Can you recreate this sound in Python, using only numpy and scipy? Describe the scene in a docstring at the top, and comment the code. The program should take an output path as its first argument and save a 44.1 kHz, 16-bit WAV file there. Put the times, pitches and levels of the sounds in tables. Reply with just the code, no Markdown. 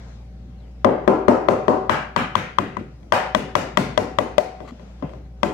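"""Egg knocked on a bowl rim

An egg is knocked again and again on the rim of a plastic bowl on a wooden kitchen table, left of a phone.
Each knock is shell noise plus dying sines: short ones for the bowl, longer for the table top; a noise tail
is the kitchen's answer. Hum lines (a fridge) and shaped noise (room air) lie behind; a faint squeak, light
touches, dull bumps and a short rub join in. The phone's limiter squeezes every knock."""
import sys
import numpy as np
from scipy import signal
from scipy.fft import rfft, irfft
from scipy.io import wavfile
from scipy.ndimage import uniform_filter1d

SR = 44100
rng = np.random.default_rng(int(sys.argv[2]) if len(sys.argv) > 2 else 0)


def attenuation_scalar(level_db):
    """Turn a level in dB into a linear amplitude multiplier (20 dB per decade)."""
    decades = np.asarray(level_db, float) / 20
    return 10 ** decades


def waveform_to_disk(signal):
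    """Save audio, clipped to [-1, 1], as 16-bit WAV at the path in sys.argv[1]."""
    frames = np.transpose(np.atleast_2d(signal))
    scaled = np.clip(frames, -1, 1) * 32767
    samples = np.round(scaled).astype(np.int16)
    wavfile.write(sys.argv[1], SR, samples)


N = 243873

# Right port against left, direct sound. Each row: frequency in Hz, gain in dB.
PORT_SHADOW = [(150, -18.5), (600, -31), (1500, -40.5), (4000, -8.5), (8000, -24.5), (12000, 1)]
# Faint falling squeak. Each row: time in seconds, frequency in Hz, level in dB before fuzz and panning.
SQUEAK_PATH = [(.575, 4260, -71), (0.602, 4080, -62), (0.631, 3280, -65), (0.662, 2930, -68),
               (0.682, 2780, -72)]


def evened(x):
    """Scales to rms 1."""
    return x / np.sqrt(np.mean(x ** 2) + 1e-20)


def read(points, hz):
    """Reads a spectrum on a log-frequency axis."""
    f, value = np.transpose(points)
    return np.interp(np.log(hz + 1), np.log(f + 1), value)


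def add(mix, start_s, sound):
    """Mixes a stereo sound in at start_s."""
    part = mix[:, round(start_s * SR):][:, :sound.shape[1]]
    part += sound[:, :part.shape[1]]


def air():
    """Room noise: random short-time spectra with soft patches, nearly mono in the bass."""
    # Noise spectrum. Each row: frequency in Hz, relative density in dB per Hz.
    air_tone = [(25, -34), (45, -12), (80, 0), (200, -2), (310, -12), (630, -17), (1000, -26), (2000, -31),
                (4000, -36), (6300, -40), (8000, -47), (13000, -51), (16000, -57)]
    # Swell of the middle band. Each row: time in seconds, boost in dB.
    swell_points = [(0, 11), (0.118, 10), (0.301, 1), (.45, 2), (4.501, 3), (4.8, 8), (5.1, 4.5),
                    (5.347, -1), (5.53, 7.5)]
    # Stereo likeness. Each row: frequency in Hz, left-right correlation.
    air_same = [(60, 0.93), (290, 0.97), (640, 0.14), (1400, 0.26), (3100, -0.32)]
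    # Stereo balance. Each row: frequency in Hz, left over right in dB.
    air_lean = [(60, 0.54), (240, 0.49), (950, 4.7), (3770, 4.4), (15000, 1)]
    level_db, patches_db = -46, 1.8  # both rms
    frames, hz = N // 512 + 5, np.fft.rfftfreq(2048, 1 / SR)
    a, b, c, d, patches = rng.standard_normal((frames, 1025, 5)).T
    patches = evened(uniform_filter1d(uniform_filter1d(patches, 20, 0), 6, 1))
    same = np.clip(read(air_same, hz), -1, 1)[:, None]
    left = a + 1j * b
    right = same * left + np.sqrt(1 - same ** 2) * (c + 1j * d)
    z = np.array([left, right * attenuation_scalar(-read(air_lean, hz))[:, None]])
    # swell: full from 600 Hz to 7 kHz, none below 300 Hz or above 10.5 kHz
    band = np.clip(np.minimum(hz / 300 - 1, 3 - hz / 3500), 0, 1)[:, None]
    swell_db = np.interp(np.arange(frames) * 512 / SR, *np.transpose(swell_points)) * band
    z *= attenuation_scalar(read(air_tone, hz)[:, None] + patches_db * patches + swell_db)
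    noise = signal.istft(z, nperseg=2048, noverlap=1536)[1][:, :N]
    return attenuation_scalar(level_db) * evened(noise)


def fridge():
    """Compressor hum: steady-pitched sines whose common level wavers, slightly to the left."""
    # Each row: frequency in Hz, rms in dB before wavering and panning.
    hum_lines = [(59.2, -38), (118.4, -52), (177.6, -55), (199.2, -58), (527.6, -69), (586.8, -69),
                 (764.4, -66)]
    # Each row: time in seconds, gain in dB.
    hum_waver = [(0, 0), (1.4, -.5), (1.7, -4), (2.7, -8), (3.1, -4), (4.0, -1), (4.75, -6), (5.0, -1),
                 (5.53, 0)]
    t = np.arange(N) / SR
    hum = sum(attenuation_scalar(db) * np.sqrt(2) * np.sin(2 * np.pi * (hz * t + rng.random())) for hz, db in hum_lines)
    return hum * attenuation_scalar(np.interp(t, *np.transpose(hum_waver))) * attenuation_scalar(np.array([[.4], [-.4]]))


def squeak():
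    """Gliding sine, its amplitude roughened by smoothed noise."""
    s, hz, db = np.transpose(SQUEAK_PATH)
    t = np.arange(s[0], s[-1], 1 / SR)
    fuzz = 1 + .6 * evened(uniform_filter1d(rng.standard_normal(len(t)), 150))
    tone = np.sin(2 * np.pi * np.cumsum(np.interp(t, s, hz)) / SR)
    return attenuation_scalar(np.interp(t, s, db)) * fuzz * tone * attenuation_scalar(np.array([[3], [-6]]))


def crack(t60_s=0.01, rise_s=0.0016):
    """A few milliseconds of noise as the shell meets the rim."""
    # Shell noise. Each row: frequency in Hz, relative level in dB.
    shell_tone = [(1500, 3.5), (2500, 8), (3500, -1), (5500, -4), (7500, -10.5), (9000, -19.5),
                  (15000, -36.5)]
    t, hz = np.arange(1024) / SR, np.fft.rfftfreq(1024, 1 / SR)
    noise = rfft(rng.standard_normal(1024)) * attenuation_scalar(read(shell_tone, hz))
    both = irfft(noise * attenuation_scalar(np.array([0 * hz, read(PORT_SHADOW, hz)])))
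    envelope = attenuation_scalar(-60 * t / t60_s) * (1 - np.exp(-(t / rise_s) ** 2))
    return both / np.std(both[0]) * envelope


def ring(modes, colour, chance, length_s, detune, scatter_db, rise_s):
    """Dying sines, each a little different from blow to blow; rows are modes."""
    hz, db, t60_s = np.transpose(modes)[..., None]
    t = np.arange(round(length_s * SR)) / SR
    level_db = db + read(colour, hz) + scatter_db * chance[:, :1] - 60 * t / t60_s
    phase = 2 * np.pi * hz * (1 + detune * chance[:, 1:2]) * t + chance[:, 2:]
    return attenuation_scalar(level_db) * (1 - np.exp(-t / rise_s)) * np.sin(phase)


def kitchen(colour):
    """Dense noise tail, every band dying at its own speed, drawn afresh for each blow."""
    # Decay. Each row: frequency in Hz, t60 in seconds.
    room_t60 = [(100, 0.66), (260, 0.33), (700, 0.39), (1840, 0.45), (4850, 0.4), (12800, 0.22)]
    # What the knocks send into the room. 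Each row: frequency in Hz, relative level in dB.
    room_tone = [(60, -16), (120, 13.5), (300, 28), (600, 27), (1100, 7), (2000, -6), (2800, -9),
                 (3500, -14.5), (4500, -12), (7000, -15.5), (9000, -21.5), (15000, -34)]
    # Stereo likeness. Each row: frequency in Hz, left-right correlation.
    tail_same = [(100, 0.87), (300, 1), (700, 0.18), (2000, 0.027)]
    # Stereo balance. Each row: frequency in Hz, left over right in dB.
    tail_lean = [(150, 0.5), (500, 5), (2000, 2), (5000, 7), (9000, 4.5), (13000, -5.5)]
    build_s, ripple_db = .012, 2.2  # reflections take time to fill the room, unevenly over frequency
    taps = rng.standard_normal((2, SR // 2))
    hz, t, z = signal.stft(taps, SR, nperseg=512)
    same = np.clip(read(tail_same, hz), 0, 1)[:, None]
    right = same * z[0] + np.sqrt(1 - same ** 2) * z[1]
    z[1] = right * attenuation_scalar(-read(tail_lean, hz))[:, None]
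    uneven_db = ripple_db * evened(uniform_filter1d(rng.standard_normal(len(hz)), size=2))
    start_db = read(room_tone, hz) + read(colour, hz) + uneven_db
    level_db = start_db[:, None] - 60 * t / read(room_t60, hz)[:, None]
    tail = signal.istft(z * attenuation_scalar(level_db), SR, nperseg=512)[1]
    return tail * (1 - np.exp(-np.arange(tail.shape[1]) / SR / build_s))


def knock(blow_db, thud_db, cavity_db, crack_db, room_db, bright_db):
    """Where the egg lands decides how much low, middle and high modes are driven."""
    # Short rings of bowl and shell. Each row: nominal Hz, relative level in dB, t60 in seconds.
    bowl_modes = [(241, -2.5, 0.3), (371, 8, 0.11), (605, 13, 0.069), (718, -4, 0.13), (1008, -2, 0.045),
                  (1109, 6, 0.014), (1532, -12, 0.038), (2000, -6, 0.031), (2450, -7.5, 0.008),
                  (3314, -2, 0.012)]
    # Longer rings of table top and the air above. 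Each row: nominal Hz, relative level in dB, t60 in seconds.
    table_modes = [(98.8, -4.5, 0.19), (136.3, -16, 0.45), (199.9, 3, 0.13), (247.4, -1, 0.2),
                   (307.5, -8, 0.32), (406, -13, .45), (384.7, -15, 0.84), (450, -26, 0.12),
                   (531.8, 1.5, 0.2), (608, -23.5, 1), (709, -29, 0.87), (750, -11.5, 0.61),
                   (871, -9, 0.25), (1020, -18, 0.3), (1090, -40.5, 0.17), (1574, -19, 0.087),
                   (1970, -40, 0.55), (2065, -38, 0.45), (2476, -35.5, 0.34), (3020, -52, 0.11)]
    colour = [(300, thud_db), (600, cavity_db), (1100, 0.035), (2500, crack_db)]
    chance = rng.standard_normal((len(bowl_modes), 3)) * [1, 1, .3]
    modes = ring(bowl_modes, colour, chance, .08, detune=.015, scatter_db=1.2, rise_s=.0015)
    shadow = attenuation_scalar(read(PORT_SHADOW, np.transpose(bowl_modes)[0]))[:, None]
    direct = np.array([modes.sum(0), (modes * shadow).sum(0)])
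    add(direct, 0, attenuation_scalar(crack_db + 2.0) * crack())
    direct[1] = np.roll(direct[1], 20)  # right port hears it 20 samples later

    spread = [(150, 0.47 * thud_db - 0.39 * cavity_db - 13.0),
              (350, thud_db),
              (700, cavity_db + 0.61 * room_db),
              (1200, room_db),
              (2000, room_db + 0.73 * bright_db),
              (3200, room_db + bright_db),
              (4500, 0.65 * room_db + 1.09 * crack_db + 0.082 * bright_db)]
    out = attenuation_scalar(-4.0) * kitchen(spread)
    wood = []
    for _ in range(2):
        chance = rng.standard_normal((len(table_modes), 3)) * [1, 1, 3]
        rings = ring(table_modes, spread, chance, .5, detune=.004, scatter_db=2.2, rise_s=.015)
        wood.append(rings.sum(0))
    wood_right = attenuation_scalar(-3.5) * (0.68 * wood[0] + 0.61 * wood[1])
    add(out, 0, attenuation_scalar(3.5) * np.array([wood[0], wood_right]))
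    add(out, 0, direct)
    return attenuation_scalar(blow_db + 7.0) * out


def bump(db, hz):
    """A dull push: one low ring that dies fast."""
    t60_s, rise_s = 0.058, 0.00105
    t = np.arange(SR // 8) / SR
    envelope = attenuation_scalar(db - 60 * t / t60_s) * (1 - np.exp(-t / rise_s))
    return envelope * np.sin(2 * np.pi * hz * t) * attenuation_scalar(np.array([[1.5], [-1.5]]))


def rub():
    """Shell rubs along the rim: dense tiny slips, swelling then fading, each shell noise and a short rim ring."""
    length_s, slips_per_s = .095, 600
    rim_hz, rim_t60_s, level_db = 1150, .012, -48  # level is rms
    u = np.arange(0, length_s, 1 / SR) / length_s
    slips = rng.standard_normal(SR // 4) * (rng.random(SR // 4) < slips_per_s / SR)
    slips = slips[:len(u)] * np.sin(np.pi * u ** 1.2)
    t = np.arange(1024) / SR
    rim = attenuation_scalar(-60 * t / rim_t60_s) * np.sin(2 * np.pi * rim_hz * t) * attenuation_scalar(np.array([[0], [-7]]))
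    grain = 2.1 * crack() + rim
    return attenuation_scalar(level_db) * evened(signal.fftconvolve(slips[None], grain, axes=1))


def scene():
    """Knocks, touches, bumps, a squeak and a rub over the hum and air of the kitchen."""
    # Knocks on the rim. Each row: start in seconds, then relative dB of blow, table thud,
    # cavity near 600 Hz, room.
    knock_rows = [(0.846, 2.5, -16.5, -14, -6.5), (1.077, -2, -9.5, -11.5, -1.5),
                  (1.282, -3, -5, -11.5, 4.5), (1.485, -3, -13.5, -12.5, -1), (1.681, -8, -9.5, -8, 0.5),
                  (1.895, -1.5, -29, -21.5, -2), (2.162, -3, -31.5, -25, -7),
                  (2.3535, -2.5, -33, -27.5, -8), (2.585, 0, -29.5, -24, -16.5),
                  (2.768, -16, -24, -27, -18), (3.122, -2.5, -29.5, -16.5, 0),
                  (3.348, -2, -26, -19.5, -13.5), (3.553, -4.5, -24.5, -16.5, -8),
                  (3.772, -3, -25, -20, -10.5), (3.976, -4.5, -22.5, -12, -12),
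                  (4.186, -5, -24.5, -15, -15), (4.381, -5, -29.5, -6.5, -15.5),
                  (5.431, -6, -22, -13.5, -10)]
    # Knocks turn crisper as they go on. Each row: time in seconds, shell crack in relative dB.
    crisp_points = [(0.85, -16.5), (1.28, -9.5), (1.7, -9.5), (2.35, -6.5), (2.77, -11.5), (3.12, -4),
                    (3.77, 0), (4.2, -3.5), (4.4, 1), (5.43, -4.5)]
    # Light touches of egg on rim. Each row: start in seconds, blow and shell crack in relative dB.
    touch_rows = [(3.03, -57, 9), (4.603, -34, -3), (4.795, -45, 1.5), (5.024, -27.5, -11), (5.092, -45, 4),
                  (5.134, -40, -3)]
    # Soft low bumps on the table. Each row: start in seconds, level in dB before rise and panning, Hz.
    bump_rows = [(4.61, -31, 142), (4.72, -24, 242), (5.027, -15.5, 265), (5.041, -14.5, 160)]
    mix = air() + fridge()
    add(mix, SQUEAK_PATH[0][0], squeak())
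    for s, blow_db, thud_db, cavity_db, room_db in knock_rows:
        crack_db = np.interp(s, *np.transpose(crisp_points))
        # crisp knocks leave a bright tail, heavy and hollow ones a dull tail
        bright_db = -8 + 0.52 * crack_db - 0.31 * thud_db - 0.17 * cavity_db - 0.41 * room_db
        add(mix, s, knock(blow_db, thud_db, cavity_db, crack_db, room_db, bright_db))
    for s, blow_db, crack_db in touch_rows:
        touch = knock(blow_db, thud_db=-13, cavity_db=-8.5, crack_db=crack_db, room_db=-8, bright_db=5.5)
        add(mix, s, touch)
    for s, db, hz in bump_rows:
        add(mix, s, bump(db, hz))
    add(mix, 4.63, rub())
    return mix


def top_cut(x):
    """Nothing passes above the cut-off."""
    return signal.sosfilt(signal.butter(12, 16370, fs=SR, output="sos"), x)


def record(dry):
    """Limiter reacts just after each knock starts, ducks everything and lets go quickly; peaks clip."""
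    knee_db, attack_s, fall_db_per_s = -17.0, 0.0013, 94.0  # fall: of the held level
    power = signal.oaconvolve((dry ** 2).mean(0), np.ones(128) / 128)[:N]
    power_db = 10 * np.log10(power.clip(0) + 1e-12)
    fall_db = np.arange(N) * fall_db_per_s / SR
    held_db = np.maximum.accumulate(power_db + fall_db) - fall_db
    over_db = np.maximum(held_db - knee_db, 0)
    lag = np.exp(-1 / (attack_s * SR))
    ducked = dry / attenuation_scalar(.5 * signal.lfilter([1 - lag], [1, -lag], over_db))  # 2:1 above the knee
    # small microphone ports lose the deep bass
    ducked = signal.sosfilt(signal.butter(2, 40., "high", fs=SR, output="sos"), ducked)
    finished = np.clip(ducked, -1, 1)
    return top_cut(finished)


dry = scene()
out = record(dry)
waveform_to_disk(out)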